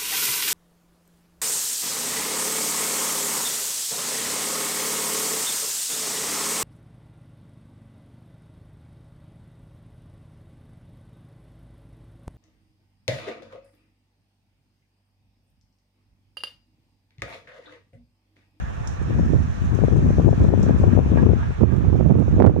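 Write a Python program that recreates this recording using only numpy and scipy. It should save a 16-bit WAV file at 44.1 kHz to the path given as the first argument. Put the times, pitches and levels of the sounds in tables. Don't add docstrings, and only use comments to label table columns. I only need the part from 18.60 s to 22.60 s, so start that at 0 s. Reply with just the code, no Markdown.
import sys
import numpy as np
from scipy import signal
from scipy.fft import rfft, irfft
from scipy.io import wavfile
from scipy.ndimage import uniform_filter1d

SR = 44100
rng = np.random.default_rng(int(sys.argv[2]) if len(sys.argv) > 2 else 0)


def file_out(sig):
    cols = np.atleast_2d(sig).T
    lim = np.clip(cols, -1, 1)
    pcm = np.round(lim * 32767).astype(np.int16)
    wavfile.write(sys.argv[1], SR, pcm)


def to_linear_factor(level_db):
    exponent = np.asarray(level_db, float) / 20
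    return 10 ** exponent


N = 176400
FULL_GUST_DB = -14.5

# (time [s], level before a common trim [dB])
KNOCKS = [(0.511, -38), (2.0806, -34), (2.3215, -33.5), (2.5732, -26.5), (2.8258, -34.5), (3.1, -38)]


def shaped(z, gain):
    return irfft(rfft(z) * gain, z.shape[-1])


def evened(x):
    return x / np.sqrt(np.mean(x ** 2) + 1e-20)


def read(points, hz):
    f, value = np.transpose(points)
    return np.interp(np.log(hz + 1), np.log(f + 1), value)


def add(mix, s, sound):
    part = mix[:, round(s * SR):][:, :sound.shape[1]]
    part += sound[:, :part.shape[1]]


def wind(gust_points, snap_points):
    # (centre [Hz], level in a full gust [dB],
    # rise per dB of gust [dB/dB], flutter strength [dB])
    eddies = [(40, -46, 2.5, 0.5), (61.6, -21, 0.32, 2.5), (94.6, -16, 1.13, 1.5),
              (145.4, -20.5, 0.84, 5.5), (233.3, -20.5, 1.66, 4), (377, -26, 2.03, 4.5),
              (623, -42.5, 1.58, 6.5), (960, -46.5, 2, 8), (1700, -65.5, 4, 5)]
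    eddy_octaves, flutter_hz = 0.35, 114
    puff_db, puff_s = 4.5, 0.009
    hz = np.fft.rfftfreq(N, 1 / SR) + 1e-3
    air = rng.standard_normal(N)

    flutter_gain = np.exp(-(hz / flutter_hz) ** 2) * np.minimum(hz / 8, 1)
    flutter = evened(shaped(rng.standard_normal(N), flutter_gain))
    flutter = 2 * np.tanh(flutter / 2)

    t = np.arange(0, N, 32) / SR
    puffs = np.tanh(sum(np.exp(-((t - s) / puff_s) ** 2) for s, _ in snap_points))
    coarse_db = np.interp(t, *np.transpose(gust_points)) + puff_db * puffs
    gust_db = np.interp(np.arange(N) / SR, t, coarse_db) - FULL_GUST_DB

    stream = np.zeros(N)
    for f, db, follow, flutter_db in eddies:
        band = evened(shaped(air, np.exp(-.5 * (np.log2(hz / f) / eddy_octaves) ** 2)))
        stream += to_linear_factor(db + follow * gust_db + flutter_db * flutter) * band
    return stream


def rolling():
    # (frequency [Hz], level per Hz [dB])
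    rail_spectrum = [(150, -12.5), (500, -5), (700, -7.5), (1000, -10.5), (1300, -11.5), (1700, -16.5),
                     (2050, -20.5), (2400, -17), (2900, -25), (3700, -27.5), (4800, -37), (5400, -31.5),
                     (6300, -30), (7300, -37), (9000, -44.5), (11500, -54), (15300, -54)]
    # (time [s], level before a common lift [dB], extra treble [dB])
    roll_course = [(0, -50, 1.5), (0.501, -49.5, 1), (.9, -50.5, 4.5), (1.201, -49, 2), (1.6, -49, 4),
                   (2.2, -47.5, 1.5), (2.7, -48.5, -0.5), (3.201, -50.5, -1), (4, -51.5, -1)]
    # (frequency [Hz], correlation [-1 to 1])
    side_likeness = [(200, -0.3), (550, -0.82), (1000, -0.46), (1800, 0.5), (2250, -0.43), (2800, 0.13),
                     (13000, 0.02)]
    # (frequency [Hz], left minus right [dB])
    side_balance = [(300, -1), (900, -5), (1700, -4), (2500, -1.5), (2900, 1.5), (4400, -2.5), (5500, -0.5),
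                    (6300, -5.5), (12000, 1.5), (14500, 4)]
    # (centre [Hz], width [Hz], lift [dB])
    resonances = [(700, 7.9, 7.5), (1160, 41, 3.5)]
    roll_gain_db, patch_db, rattle_db = 10.5, 1.38, 0.85
    surge_hz, surge_octaves, surge_db, surge_s = 1440, 0.95, 3, 0.037
    squeal_s, squeal_half_s, squeal_hz, squeal_width_hz, squeal_db = 0.63, .11, 5500, 150, 8
    passing_hz, passing_width_hz, passing_db, gone_s = 1730, 240, 6.5, 2.0

    frames, hz = N // 128 + 5, np.fft.rfftfreq(512, 1 / SR)
    t = np.arange(frames) * 128 / SR
    column = hz[:, None]
    a, b, c, d, patches = rng.standard_normal((frames, 257, 5)).T
    patches = evened(uniform_filter1d(uniform_filter1d(patches, size=8, axis=0), size=20, axis=1))
    rattle = evened(uniform_filter1d(rng.standard_normal(frames), size=4))

    same = read(side_likeness, hz)[:, None]
    left = a + 1j * b
    z = np.array([left, same * left + np.sqrt(1 - same ** 2) * (c + 1j * d)])

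    s, level_db, treble_db = np.transpose(roll_course)
    high = np.clip(np.log2(hz / 3000 + 1e-9), 0, 1)[:, None]
    treble = high * (rattle_db * rattle + np.interp(t, s, treble_db))
    z *= to_linear_factor(read(rail_spectrum, hz)[:, None] + patch_db * patches + treble)
    z *= to_linear_factor(np.array([.5, -.5])[:, None, None] * read(side_balance, hz)[:, None])

    near = 1 / (1 + (t / gone_s) ** 6)
    z *= to_linear_factor(passing_db * near / (1 + (2 * (column - passing_hz) / passing_width_hz) ** 2))

    surge = sum(np.exp(-((t - at) / surge_s) ** 2) for at, _ in KNOCKS)
    surge_band = np.exp(-(np.log2(column / surge_hz + 1e-9) / surge_octaves) ** 2)
    z *= to_linear_factor(surge_db * surge * surge_band)

    squeal_time = ((t - squeal_s) / squeal_half_s) ** 2
    squeal_band = ((column - squeal_hz) / squeal_width_hz) ** 2
    z *= to_linear_factor(squeal_db * np.exp(-squeal_time - squeal_band))

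    x = signal.istft(z, nperseg=512, noverlap=384)[1][:, :N]
    fine = np.fft.rfftfreq(N, 1 / SR)
    x = shaped(x, to_linear_factor(sum(db / (1 + (2 * (fine - f) / width) ** 2) for f, width, db in resonances)))
    return evened(x) * to_linear_factor(roll_gain_db + np.interp(np.arange(N) / SR, s, level_db))


def ticks():
    # (time [s], level before a common trim [dB], slope above the tick's centre [dB per octave])
    tick_points = [(0.2735, -26.5, -33), (0.425, -44, -23.5), (1.048, -49, -11.5), (1.1492, -41, -18.5),
                   (1.3657, -41, -21.5), (1.674, -47, -9.5), (2.0291, -30.5, -35), (2.1843, -45.5, -14.5),
                   (3.163, -45.5, -19), (3.5945, -44, -16)]
    centre_hz, low_db_oct, body_db = 6060, 31, -16
    crack_t60, tail_db, tail_t60 = .018, -12, 0.34
    balance_db = -5.5
    t, out = np.arange(8192) / SR, np.zeros((2, N))
    octaves = np.log2(np.fft.rfftfreq(8192, 1 / SR) / centre_hz + 1e-6)
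    low_db = np.maximum(low_db_oct * octaves, body_db)
    fade = to_linear_factor(-60 * t / crack_t60) + to_linear_factor(tail_db - 60 * t / tail_t60)
    fade *= np.minimum(t / 0.00033, 1)
    sides_db = balance_db * np.array([[.5], [-.5]])
    for (s, db, bright_db), z in zip(tick_points, rng.standard_normal((len(tick_points), 2, 8192))):
        noise = evened(shaped(z, to_linear_factor(np.where(octaves < 0, low_db, bright_db * octaves))))
        add(out, s, noise * fade * to_linear_factor(db - 8.5 + sides_db))
    return out


def snaps(snap_points):
    snap_s, snap_db, narrows_per_db = .0006, 3, .028
    t, out = np.arange(-200, 200) / SR, np.zeros((1, N))
    for (s, db), draw in zip(snap_points, rng.random(len(snap_points))):
        u = t / (snap_s * np.exp(-narrows_per_db * (db - FULL_GUST_DB)))
        dip = (u ** 2 - 1 + 2 * (2 * draw - 1) * u) * np.exp(-u ** 2 / 2)
        add(out, s + t[0], to_linear_factor(db + snap_db) * dip[None])
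    return out[0]


def knocks():
    # (frequency [Hz], level [dB], time to fall by 60 dB [s])
    knock_modes = [(927, 2, 0.068), (1134, -1, 0.11), (1643, 0, 0.21), (1846, -4, 0.077),
                   (2390, -13, 0.053)]
    knock_db, grit_s = -4.5, 0.016
    t, out = np.arange(6000) / SR, np.zeros((2, N))
    grits = rng.standard_normal((len(KNOCKS), 2, len(t)))
    grits *= np.exp(-t / grit_s) / np.sqrt(grit_s * SR / 2)
    draws = rng.random((len(KNOCKS), len(knock_modes)))
    sides = to_linear_factor(np.array([[-2], [2]]))
    for (s, db), draw, grit in zip(KNOCKS, draws, grits):
        ring = np.zeros(len(t))
        for chance, (hz, mode_db, t60) in zip(draw, knock_modes):
            ring += (.5 + chance) * to_linear_factor(mode_db - 60 * t / t60) * np.sin(2 * np.pi * hz * t)
        add(out, s, signal.fftconvolve(ring[None], grit, axes=1) * to_linear_factor(db + knock_db) * sides)
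    return out


def cracks():
    # (time [s], peak level [dB])
    crack_points = [(3.8014, -12.5), (3.83, -7), (3.8486, -14.5), (3.8647, -1), (3.87, -17), (3.895, -17.5)]
    crack_s = .0003
    t, out = np.arange(-100, 100) / SR, np.zeros((2, N))
    for s, db in crack_points:
        add(out, s + t[0], -to_linear_factor(db) * np.exp(-abs(t) / crack_s) * np.array([[0], [1]]))
    return out


def scene():
    # (time [s], level [dB])
    gust_left = [(0.0, -37.5), (0.15, -41), (0.41, -44.5), (0.5, -20), (0.66, -22), (0.7, -31),
                 (0.96, -36.5), (1.03, -21.5), (1.08, -37), (1.13, -18.5), (1.29, -25), (1.32, -15),
                 (1.55, -22), (1.69, -15), (1.76, -24), (1.83, -15), (2.08, -19), (2.27, -16), (2.38, -17),
                 (2.46, -19), (2.59, -17.5), (2.71, -16), (2.87, -32.5), (2.91, -18), (2.94, -46),
                 (3.11, -41), (3.26, -26.5), (3.41, -29.5), (3.57, -22), (3.62, -36), (3.7, -28.5),
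                 (3.83, -19.5), (3.98, -24)]
    gust_right = [(0.0, -44), (0.1, -34), (0.16, -47), (0.21, -31.5), (0.39, -38.5), (0.41, -27),
                  (0.52, -28.5), (0.56, -22), (0.65, -25.5), (0.73, -17), (0.97, -34.5), (1.1, -25),
                  (1.14, -45), (1.25, -31), (1.32, -33), (1.4, -18.5), (1.55, -27), (1.72, -20.5),
                  (1.76, -24.5), (1.81, -17), (1.88, -26.5), (2.01, -22.5), (2.48, -25.5), (2.66, -24.5),
                  (2.86, -27), (2.95, -46), (3.01, -15), (3.19, -19), (3.41, -18), (3.5, -17),
                  (3.61, -13.5), (3.66, -23), (3.87, -11.5), (3.95, -19), (3.98, -17.5)]
    # (time [s], level before a common lift [dB])
    snaps_left = [(0.506, -16.5), (.597, -16), (1.1894, -13.5), (1.2187, -17.5), (1.2381, -8.5),
                  (1.2486, -18), (1.2833, -13), (1.3035, -22), (1.4633, -17), (1.5063, -13.5),
                  (1.585, -11.5), (1.5984, -8.5), (1.6484, -20), (1.671, -15.5), (1.69, -7), (1.7302, -9),
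                  (1.843, -12), (1.9388, -5.5), (1.9773, -12), (2.0349, -14), (2.0651, -14), (2.0953, -10),
                  (2.1073, -13.5), (2.2398, -9.5), (2.3523, -17.5), (2.376, -6.5), (2.3912, -7),
                  (2.5286, -18.5), (2.5591, -16), (2.574, -9), (2.636, -25), (2.668, -12.5),
                  (2.6918, -15.5), (2.7062, -12), (2.7347, -12.5)]
    snaps_right = [(0.417, -21), (0.7359, -13.5), (3.0359, -10.5), (3.3361, -20.5), (3.356, -13),
                   (3.4021, -12.5), (3.4098, -9), (3.4582, -14), (3.4975, -12.5), (3.5049, -9),
                   (3.5127, -12.5), (3.6034, -20), (3.6814, -15), (3.7836, -12), (3.8021, -1),
                   (3.809, -4.5), (3.8235, -1.5), (3.8439, -3.5), (3.8505, 0.5), (3.8632, -3), (3.8722, -1),
                   (3.8827, -10), (3.8967, -7.5), (3.9644, -9)]
    left = wind(gust_left, snaps_left) + snaps(snaps_left)
    right = wind(gust_right, snaps_right) + snaps(snaps_right)
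    return np.array([left, right]) + rolling() + ticks() + knocks() + cracks()


def band_limit(x):
    return signal.sosfilt(signal.butter(12, 15760, fs=SR, output="sos"), x)


def record(dry):
    crossfeed, low_cut_hz = .04, 44
    limit_db, limit_share, fall_db_per_s = -4, 0.48, 53.5
    ceiling, knee = .9, 5
    wide = dry - crossfeed * dry[::-1]
    wide = signal.sosfilt(signal.butter(2, low_cut_hz, "high", fs=SR, output="sos"), wide)

    fall = np.arange(N) * fall_db_per_s / SR
    peak_db = 20 * np.log10(abs(wide).max(0) + 1e-9)
    held_db = np.maximum.accumulate(peak_db + fall) - fall
    over_db = np.maximum(held_db - limit_db, 0)
    limited = wide / to_linear_factor(limit_share * uniform_filter1d(over_db, size=200, origin=60))
    flattened = limited / (1 + abs(limited / ceiling) ** knee) ** (1 / knee)
    return band_limit(flattened)


dry = scene()
out = record(dry)
file_out(out)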